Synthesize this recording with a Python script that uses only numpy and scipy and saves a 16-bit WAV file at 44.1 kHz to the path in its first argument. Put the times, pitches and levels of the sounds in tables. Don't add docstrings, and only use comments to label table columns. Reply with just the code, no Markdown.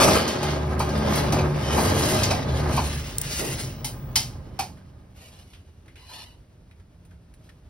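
import sys
import numpy as np
from scipy import signal
from scipy.fft import rfft, irfft, next_fast_len
from scipy.io import wavfile
from scipy.ndimage import map_coordinates

SR = 44100
rng = np.random.default_rng(int(sys.argv[2]) if len(sys.argv) > 2 else 0)


def transcribe(u):
    v = np.clip(np.atleast_2d(u).T, -1, 1)
    q = np.round(v * 32767).astype(np.int16)
    wavfile.write(sys.argv[1], SR, q)


N = 339127
TIME = np.arange(N) / SR
BLOW_SAMPLES = SR // 2
CUTOFF_HZ = 16200
SHARED_ONLY = [[1], [0]]


def from_db(db):
    return np.exp(np.asarray(db) * (np.log(10) / 20))


def unit_rms(x):
    return x / np.sqrt(np.mean(x ** 2) + 1e-20)


def gains(rows):
    times, *columns = np.transpose(rows)
    return [from_db(np.interp(TIME, times, levels)) for levels in columns]


def at_hz(points, hz):
    known, values = np.transpose(points)
    return np.interp(np.log(np.maximum(hz, 1)), np.log(known), values)


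def swell(start, end, attack, release):
    before = np.maximum(start - TIME, 0) / attack
    after = np.maximum(TIME - end, 0) / release
    return from_db(-20 * (before + after))


def decay(t60):
    return np.exp(-np.log(1000) * TIME[:BLOW_SAMPLES] / t60)


def drift(rate):
    knots = rng.standard_normal(4096)
    return unit_rms(np.interp(TIME * rate, np.arange(len(knots)), knots))


def phase(hz):
    return 2 * np.pi * np.cumsum(hz) / SR


def noise(size=N):
    return rng.standard_normal((2, size))


def contacts(per_s, spread_db):
    sizes = from_db(spread_db * np.minimum(rng.exponential(1, N), 5))
    return unit_rms(noise() * sizes * (rng.random(N) < per_s / SR))


def colour(x, spectrum, modes=()):
    size = next_fast_len(x.shape[-1])
    hz = np.fft.rfftfreq(size, 1 / SR)
    peaks = 1 + sum((from_db(db) ** 2 - 1) / (1 + (2 * (hz - f) / width) ** 2) for f, width, db in modes)
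    gain = from_db(at_hz(spectrum, hz)) * np.sqrt(np.abs(peaks))
    return unit_rms(irfft(rfft(x, size) * gain, size)[..., :x.shape[-1]])


def partials(pitches, levels_db=0):
    cycles = np.outer(pitches, TIME[:BLOW_SAMPLES]) + rng.random((len(pitches), 1))
    return unit_rms((from_db(levels_db) * np.sin(2 * np.pi * cycles).T).sum(1)) * SHARED_ONLY


def struck(modes, spread_db=3.5):
    hz, _, db = np.transpose(modes)
    return partials(hz, db + spread_db * rng.standard_normal(len(hz)))


def add(out, t, sound):
    at = max(round(t * SR), 0)
    out[:, at:at + sound.shape[1]] += sound[:, :N - at]


def sheet_ring(x, t60, ring_db, block=6000):
    ringing = np.zeros((2, N))
    for at in range(0, N, block):
        response = noise(2 * block) * decay(t60)[:2 * block]
        add(ringing, at / SR, signal.fftconvolve(x[:, at:at + block], response, axes=1))
    return x + from_db(ring_db) * unit_rms(ringing)


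def bend(x, depth, rate):
    at = np.arange(N) + np.cumsum(depth * drift(rate))
    return np.array([map_coordinates(row, [at], order=3, mode="reflect") for row in x])


# f/Hz, gain/dB
AIR_SPECTRUM = [(20, -19.5), (35, -7), (48, 0), (90, 3), (130, -5), (180, -11.5), (260, -13.5), (500, -21),
                (1000, -28), (2000, -33.5), (5000, -39), (10000, -44.5), (13000, -48), (16000, -54)]
# f/Hz, bandwidth/Hz, gain/dB
AIR_PEAK = [(617, 14, 8.5)]


def outdoors():
    return from_db(-50) * colour(noise(), AIR_SPECTRUM, AIR_PEAK) * from_db(drift(36))


# t/s, level/dB
DRONE_SWELLS = [(4.649, -52), (7.15, -57)]


def drone(first_swell_hz=191.4, sag_hz_per_s=8.7, fade_s=1.1):
    hz = first_swell_hz - sag_hz_per_s * (TIME - DRONE_SWELLS[0][0])
    envelope = sum(from_db(db) * swell(t, t, fade_s, fade_s) for t, db in DRONE_SWELLS)
    tone = np.sin(phase(hz * (1 + 0.024 * drift(30))))
    return np.sqrt(2) * envelope * from_db(1.8 * drift(13)) * tone * SHARED_ONLY


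IDLER_START_S = 2.96


def whine():
    band = colour(noise(), [(14800, -40), (15500, 0), (15850, 0), (16200, -40)], [(15680, 260, 10)])
    return from_db(-56.5) * band * swell(IDLER_START_S, 4.16, attack=0.18, release=0.18)


def idler(hz=47.3):
    envelope = from_db(-44) * swell(IDLER_START_S, 4.4, attack=0.5, release=0.24)
    return np.sqrt(2) * envelope * np.sin(phase(hz * (1 + 0.022 * drift(2.7)))) * SHARED_ONLY


# t/s, then level/dB of harmonics 1, 2 and 5
HUM_HARMONICS = [(0.4, -50, -36, -35.5), (0.5, -33.5, -29, -37), (0.76, -28.5, -38, -37),
                 (0.93, -31.5, -29.5, -43), (1.1, -31, -32, -51), (1.44, -38, -25.5, -29),
                 (1.62, -32.5, -33, -48), (1.98, -32.5, -43, -42), (2.2, -48, -58, -34.5),
                 (2.39, -57, -32, -71), (2.49, -30, -38.5, -45), (3.05, -32, -35, -51.5)]


def drive_hum(hz=73.94, waver=0.005):
    first, second, fifth = gains(HUM_HARMONICS)
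    angle = phase(hz * (1 + waver * drift(8)))
    tone = first * np.sin(angle) + second * np.sin(2 * angle) + fifth * np.sin(5 * angle)
    return np.sqrt(2) * tone * swell(0.42, 2.97, attack=0.19, release=0.24) * SHARED_ONLY


# t/s, relative level/dB, f/Hz, T60/s
LIGHT_TAPS = [(4.771, -52.5, 1490, 0.24), (5.533, -46, 3300, 0.19), (5.546, -51, 2920, 0.23),
              (5.858, -57, 1100, 0.18), (5.879, -49.5, 2100, 0.23), (5.956, -46.5, 2510, 0.33),
              (6.710, -52.5, 2400, 0.14), (6.798, -57, 1505, .12), (7.050, -57, 9650, .12),
              (7.109, -55.5, 1520, .18), (7.338, -53, 10420, .11), (7.49, -47, 1820, 0.1),
              (7.494, -50, 3180, .07)]
# f/Hz, gain/dB
TAP_SPECTRUM = [(400, -14), (1600, 1), (4500, -5.5), (11000, -10), (16000, -26)]


def taps(level_db=-5, relative_width=0.26, overtone_ratio=1.6, tick_t60=0.026, rise_s=0.0087):
    out = np.zeros((2, N))
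    for t, db, hz, t60 in LIGHT_TAPS:
        resonance = colour(noise(BLOW_SAMPLES), TAP_SPECTRUM, [(hz, relative_width * hz, 11)])
        ring = from_db(-10) * partials([hz, min(hz * overtone_ratio, CUTOFF_HZ)])
        envelope = (decay(t60) + decay(tick_t60)) * (1 - decay(rise_s))
        add(out, t, from_db(db + level_db) * (resonance + ring) * envelope)
    return out


# start/s, end/s, attack/s, release/s, relative level/dB, resonant share of power (0-1)
LIGHT_SLIDES = [(5.188, 5.257, 0.049, 0.19, -50.5, 0.06), (5.37, 5.397, 0.11, 0.52, -59.5, 0.16),
                (5.985, 6.064, 0.06, 0.17, -56, 0.84), (6.104, 6.207, 0.044, 0.15, -46.5, 0.55),
                (6.212, 6.218, 0.082, 0.045, -43, 0.96), (7.45, 7.47, 0.06, 0.2, -64, 0.13)]
# f/Hz, gain/dB
SLIDE_SPECTRUM = [(150, -4), (350, 1), (800, 3.5), (1500, -2), (2400, 1.5), (4600, -1.5), (6000, -2.5),
                  (10000, -6.5), (13000, -8), (16000, -26)]
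# f/Hz, bandwidth/Hz, gain/dB
SLIDE_RESONANCES = [(985, 67, 10), (1277, 21, 13), (1993, 39, 10), (2910, 44, 23.5), (3020, 100, 7),
                    (3530, 30, 12), (4000, 45, 16.5), (4120, 72, 16.5), (4435, 46, 17), (4980, 120, 11),
                    (5430, 60, 12)]


def slides(level_db=1):
    friction = sheet_ring(contacts(per_s=1500, spread_db=2.5), t60=0.13, ring_db=6)
    friction *= from_db(0.97 * drift(70))
    singing = bend(colour(friction, SLIDE_SPECTRUM, SLIDE_RESONANCES), depth=0.004, rate=30)
    hiss = colour(friction, SLIDE_SPECTRUM)
    out = np.zeros((2, N))
    for start, end, attack, release, db, share in LIGHT_SLIDES:
        blend = np.sqrt(share) * singing + np.sqrt(1 - share) * hiss
        out += from_db(db + level_db) * swell(start, end, attack, release) * blend
    return out


# t/s, relative level/dB, T60/s
DULL_BUMPS = [(3.385, -24.5, 0.96), (4.45, -39, 0.46), (5.831, -50, 0.46), (6.104, -36, 0.11),
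              (7.455, -46, 0.14)]
# f/Hz, gain/dB
BUMP_SPECTRUM = [(120, -11.5), (240, -7.5), (360, -3), (600, -11.5), (1000, -18), (2500, -56)]


def bumps(level_db=-3, rise_s=0.19):
    out = np.zeros((2, N))
    for t, db, t60 in DULL_BUMPS:
        thud = colour(noise(BLOW_SAMPLES), BUMP_SPECTRUM)
        add(out, t, from_db(db + level_db) * thud * decay(t60) * (1 - decay(rise_s)))
    return out


# start/s, end/s, level/dB, resonance f/Hz
EDGE_BITES = [(2.036, 2.182, -33, 5100), (3.307, 3.407, -38, 4640), (3.537, 3.658, -42, 5200)]
# f/Hz, gain/dB
RASP_SPECTRUM = [(2500, -38), (4000, 0), (4600, -7), (5000, -4), (5400, -1.5), (6300, -6), (8000, -22)]


def rasps(width_hz=190, resonance_db=7.5):
    teeth = sheet_ring(contacts(per_s=4000, spread_db=7), t60=0.36, ring_db=9.5)
    out = np.zeros((2, N))
    for start, end, db, hz in EDGE_BITES:
        rasp = colour(teeth, RASP_SPECTRUM, [(hz, width_hz, resonance_db)])
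        out += from_db(db) * swell(start, end, attack=0.068, release=0.11) * rasp
    return out


# start/s, end/s, level/dB, f/Hz
SINGING_MODES = [(0.0, 0.041, -25.5, 584.4), (0.031, 0.164, -28, 645), (0.965, 1.11, -29.5, 212),
                 (1.885, 1.97, -27.5, 92), (1.92, 2, -32.5, 439), (2.14, 2.193, -32, 633),
                 (2.163, 2.295, -29.5, 100.6)]


def groans(fade_s=0.089, waver=0.0118):
    angle_per_hz = phase(1 + waver * drift(26))
    tones = sum(from_db(db) * swell(start, end, fade_s, fade_s) * np.sin(hz * angle_per_hz)
                for start, end, db, hz in SINGING_MODES)
    return np.sqrt(2) * tones * SHARED_ONLY


# t/s, level/dB, standard deviation of the pulse/s
EDGE_SNAPS = [(3.1843, -12.5, 0.00084), (3.216, -17, 0.0011), (3.221, -27.5, 0.0013)]


def snaps(tail_db=-23, tail_t60=0.28):
    spectrum = [(2000, -20), (5800, -5), (8000, 8), (12000, -9.5), (16000, 2)]
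    out = np.zeros((2, N))
    for t, db, width in EDGE_SNAPS:
        crack = colour(noise(BLOW_SAMPLES), spectrum)
        pulse = np.exp(-((TIME[:BLOW_SAMPLES] / width - 2) ** 2) / 2)
        add(out, t - 2 * width, from_db(db) * crack * (pulse + from_db(tail_db) * decay(tail_t60)))
    return out


# t/s, relative level/dB, gain above 8 kHz/dB, mode cluster f/Hz, cluster gain/dB
FRAME_HITS = [(0.033, -17, -4, 5660, 10.5), (0.1466, -29, 4, 4500, 0), (0.2768, -23, -2, 4500, -4),
              (0.4278, -28, 0, 3200, -5), (0.503, -31, -1, 3140, 13), (0.7918, -28, 6, 5000, 2),
              (0.889, -33, -4, 5300, 0), (0.973, -36.5, 7, 5200, 6), (1.133, -26, -3, 4000, 8),
              (1.154, -25.5, 18, 5000, -3), (1.18, -28, -14, 4200, 16.5), (1.3218, -24, 1, 3200, -1),
              (1.386, -42, 1, 2400, 4), (2.2324, -15.5, -5, 5100, -1), (2.306, -23, -0.5, 4600, 4),
              (2.7627, -27.5, 4, 5000, -3), (3.844, -22, 6.5, 5100, 1.5), (4.156, -10.5, 0, 5180, 5.5),
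              (4.5894, -23.5, 1.5, 2370, 3)]
# f/Hz, gain/dB
CLANK_SPECTRUM = [(300, -23), (800, -4.5), (1600, -8.5), (2300, -1), (4500, 2), (6500, 3), (9000, -2.5),
                  (12500, -5.5), (15600, -11.5), (16500, -29.5)]
# f/Hz, bandwidth/Hz, gain/dB
EDGE_MODES = [(2097, 47, 3.5), (3105, 35, 6.5), (3920, 36, 2), (4440, 40, 6.5), (4555, 29, 4.5),
              (4750, 55, 4), (4900, 25, 5.5), (5185, 45, 3.5), (5420, 50, 5.5), (5680, 35, 4),
              (5970, 50, 3.5)]


def clanks(level_db=-6, rise_s=0.014, cluster_width_hz=300):
    strike = from_db(-0.5) * decay(t60=0.027)
    shimmer = from_db(-19) * decay(t60=0.47)
    envelope = strike + decay(t60=0.22) + shimmer
    out = np.zeros((2, N))
    for t, db, treble_db, cluster_hz, cluster_db in FRAME_HITS:
        spectrum = [(hz, gain + treble_db * (hz > 8000)) for hz, gain in CLANK_SPECTRUM]
        modes = EDGE_MODES + [(cluster_hz, cluster_width_hz, cluster_db)]
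        crash = colour(noise(BLOW_SAMPLES), spectrum, modes) * envelope
        ring = from_db(-4) * struck(EDGE_MODES) * decay(t60=0.2)
        add(out, t, from_db(db + level_db) * (crash + ring) * (1 - decay(rise_s)))
    return out


# t/s, relative level/dB, f/Hz, bandwidth/Hz, low-mode gain/dB, overtone gain/dB
ROLLER_HITS = [(0.005, -10.5, 1240, 200, -14, -20.5), (0.026, -16, 628, 109, -7, -19.5),
               (0.077, -12, 1270, 120, -13, -20), (0.150, -15.5, 1276, 110, -2, -20),
               (0.429, -19, 613, 150, -16.5, -15), (0.801, -14.5, 990, 300, -16, -13),
               (1.324, -16.5, 710, 90, -11, -13), (1.386, -16, 616, 120, -9, -25),
               (1.774, -14, 965, 260, -11.5, -22.5), (2.308, -12, 722, 110, -17, -14.5),
               (2.772, -12, 1007, 330, -8, -16), (3.844, -31, 863, 80, -7.5, -13),
               (4.16, -25.5, 855, 100, -2.5, -14.5), (4.591, -17, 803, 95, -7, -10),
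               (6.119, -46, 704, 400, -19, -12)]
# f/Hz, gain/dB
KNOCK_SPECTRUM = [(300, -2), (600, -2.5), (750, 5.5), (1080, -1), (1400, -4.5), (2000, -12.5),
                  (3500, -19.5), (6000, -22.5), (12000, -44)]
# f/Hz, bandwidth/Hz, gain/dB
ROLLER_OVERTONES = [(2330, 73, 18.5), (2520, 90, 18.5), (2840, 24, 18), (3155, 36, 15), (3960, 36, 20.5),
                    (4340, 44, 17.5), (4530, 36, 18), (4690, 70, 19.5), (5700, 50, 16.5), (6312, 50, 21)]


def knocks(level_db=-7, resonance_db=13, rise_s=0.0099):
    out = np.zeros((2, N))
    for t, db, hz, width_hz, low_db, overtone_db in ROLLER_HITS:
        modes = [(hz, width_hz, resonance_db)] + ROLLER_OVERTONES
        crack = colour(noise(BLOW_SAMPLES), KNOCK_SPECTRUM, modes)
        crack *= from_db([[1], [-4]])
        low_ring = from_db(low_db) * partials([0.91 * hz, hz, 1.06 * hz])
        overtones = from_db(overtone_db) * struck(ROLLER_OVERTONES)
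        knock = crack * decay(t60=0.21) + (low_ring + overtones) * decay(t60=0.22)
        add(out, t, from_db(db + level_db) * knock * (1 - decay(rise_s)))
    return out


# t/s, relative level/dB of boom and of rolling
PANEL_TRAVEL = [(0.0, -24.5, -22), (0.13, -25, -33), (0.3, -37.5, -37), (0.48, -31.5, -32),
                (0.8, -31.5, -32.5), (1.35, -23.5, -27), (1.62, -29, -34.5), (2.75, -26.5, -33),
                (3.02, -35, -47.5), (4.15, -35, -48), (4.72, -42, -54.5), (5.0, -43.5, -56.5)]
# start/s, end/s, attack/s, release/s, relative level/dB of roll, scrape, sizzle
RAIL_RUBS = [(0.0, 0.048, 0.061, 0.47, -19.5, -25, -25.5), (0.462, 0.533, 0.23, 0.13, -35, -41.5, -67),
             (1.075, 1.195, 0.16, 0.16, -29, -35, -44), (1.772, 1.81, 0.28, 0.82, -25, -33.5, -34.5),
             (1.96, 2.15, 0.34, 0.45, -29.5, -33.5, -33.5), (2.604, 2.678, 0.1, 0.12, -33, -51, -60),
             (2.75, 3.02, 0.8, 0.48, -52, -41.5, -44.5), (3.318, 3.452, 0.26, 0.32, -43, -39, -35),
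             (3.517, 3.619, 0.36, 0.27, -51.5, -45.5, -40.5)]
# f/Hz, gain/dB
BOOM_SPECTRUM = [(20, -22.5), (36, -19.5), (55, -7), (75, 3.5), (100, -1), (135, 4), (180, -11), (260, -8),
                 (500, -52)]
ROLL_SPECTRUM = [(110, -13), (210, 1), (300, 1.5), (450, -4), (750, -5), (1100, -11), (1450, -15),
                 (2200, -16.5), (5000, -48)]
SCRAPE_SPECTRUM = [(600, -16.5), (1400, 5), (2000, 5), (3200, 5.5), (5200, 3), (6500, -3.5), (8000, -15.5),
                   (11000, -21), (16000, -39)]
SIZZLE_SPECTRUM = [(4000, -28.5), (6500, 5.5), (8300, 5), (10500, 3.5), (13000, 2), (14800, -9.5),
                   (15600, -5.5), (16300, -34)]
# f/Hz, bandwidth/Hz, gain/dB
ROLL_RESONANCES = [(202.5, 20, 4), (372.5, 21, 5), (446, 10, 8), (546.5, 48, 6.5), (620, 19, 8.5),
                   (845, 54, 6.5), (1048, 50, 7), (1230, 64, 10), (1600, 76, 8.5)]
SCRAPE_RESONANCES = [(2050, 120, 3), (2930, 170, 2.5), (4540, 200, 0.64), (5000, 39, 4.6), (5440, 120, 1.2)]


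def panel(sizzle_exponent=2.13, end_s=5.52):
    boom, roll = gains(PANEL_TRAVEL)
    scrape, sizzle = from_db(-15.5) * roll, from_db(-24.5) * roll
    for start, end, attack, release, roll_db, scrape_db, sizzle_db in RAIL_RUBS:
        pressure = swell(start, end, attack, release)
        roll = np.hypot(roll, from_db(roll_db) * pressure)
        scrape = np.hypot(scrape, from_db(scrape_db) * pressure)
        sizzle = np.hypot(sizzle, from_db(sizzle_db) * pressure ** sizzle_exponent)
    flexing = from_db(-1) * boom * colour(noise(), BOOM_SPECTRUM)
    rattle = contacts(per_s=4200, spread_db=0.5) * from_db(drift(35))
    rolling = from_db(2) * roll * colour(rattle, ROLL_SPECTRUM, ROLL_RESONANCES)
    friction = sheet_ring(contacts(per_s=3500, spread_db=0.5), t60=0.086, ring_db=2)
    friction *= from_db(1.9 * drift(30))
    scraping = from_db(3) * scrape * colour(friction, SCRAPE_SPECTRUM, SCRAPE_RESONANCES)
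    sizzling = from_db(0.5) * sizzle * colour(friction, SIZZLE_SPECTRUM) * from_db(1.9 * drift(24))
    fade_out = np.clip(end_s - TIME, 0, 1)
    return (flexing + rolling + scraping + sizzling) * fade_out


# f/Hz, coherence (0-1)
PORT_COHERENCE = [(80, 1), (220, 0.94), (400, 0.72), (700, 0.43), (2500, 0.42), (6000, 0.69), (7200, 1),
                  (7800, 0.96), (9000, 0.54), (10300, 0.86), (11100, 0.66), (12200, 0.84), (13400, 1),
                  (15200, .55)]
# f/Hz, phase/rad
PORT_LEAD = [(100, 0), (600, -.15), (1800, .05), (2700, 1.2), (5500, 1.1), (6900, 3.05), (7800, 3.25),
             (9800, 6.2), (11200, 6.35), (13000, 9.35), (14300, 9.5), (15200, 12.4)]


def ports(x):
    size = next_fast_len(N + SR // 10)
    hz = np.fft.rfftfreq(size, 1 / SR)
    shared, diffuse = rfft(x, size)
    coherence = np.clip(at_hz(PORT_COHERENCE, hz), 0, 0.995)
    shared *= np.sqrt((1 + coherence) / 2)
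    diffuse *= np.sqrt((1 - coherence) / 2)
    lean_db = at_hz([(60, -1.2), (150, 0.6), (300, 1.5), (600, -0.32), (4000, 0.67)], hz)
    skew = from_db(lean_db / 2) * np.exp(1j * at_hz(PORT_LEAD, hz) / 2)
    left, right = (shared + diffuse) * skew, (shared - diffuse) / skew
    return irfft(np.array([left, right]), size)[:, :N]


# t/s, left minus right level/dB
BALANCE = [(0, 0), (4.2, -.2), (4.6, -2.8), (5.2, -.7), (7.69, -.7)]


def scene():
    impacts = knocks() + bumps() + clanks() + snaps() + taps()
    running = panel() + rasps() + groans() + drive_hum() + idler() + whine()
    heard = ports(running + slides() + impacts + outdoors() + drone())
    lean = np.sqrt(gains(BALANCE)[0])
    return heard * np.array([lean, 1 / lean])


def record(dry):
    rounded = 1.3 * np.tanh(dry / 1.3)
    low_pass = signal.cheby2(16, 70, CUTOFF_HZ + 700, fs=SR, output="sos")
    return signal.sosfilt(low_pass, rounded)


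dry = scene()
out = record(dry)
transcribe(out)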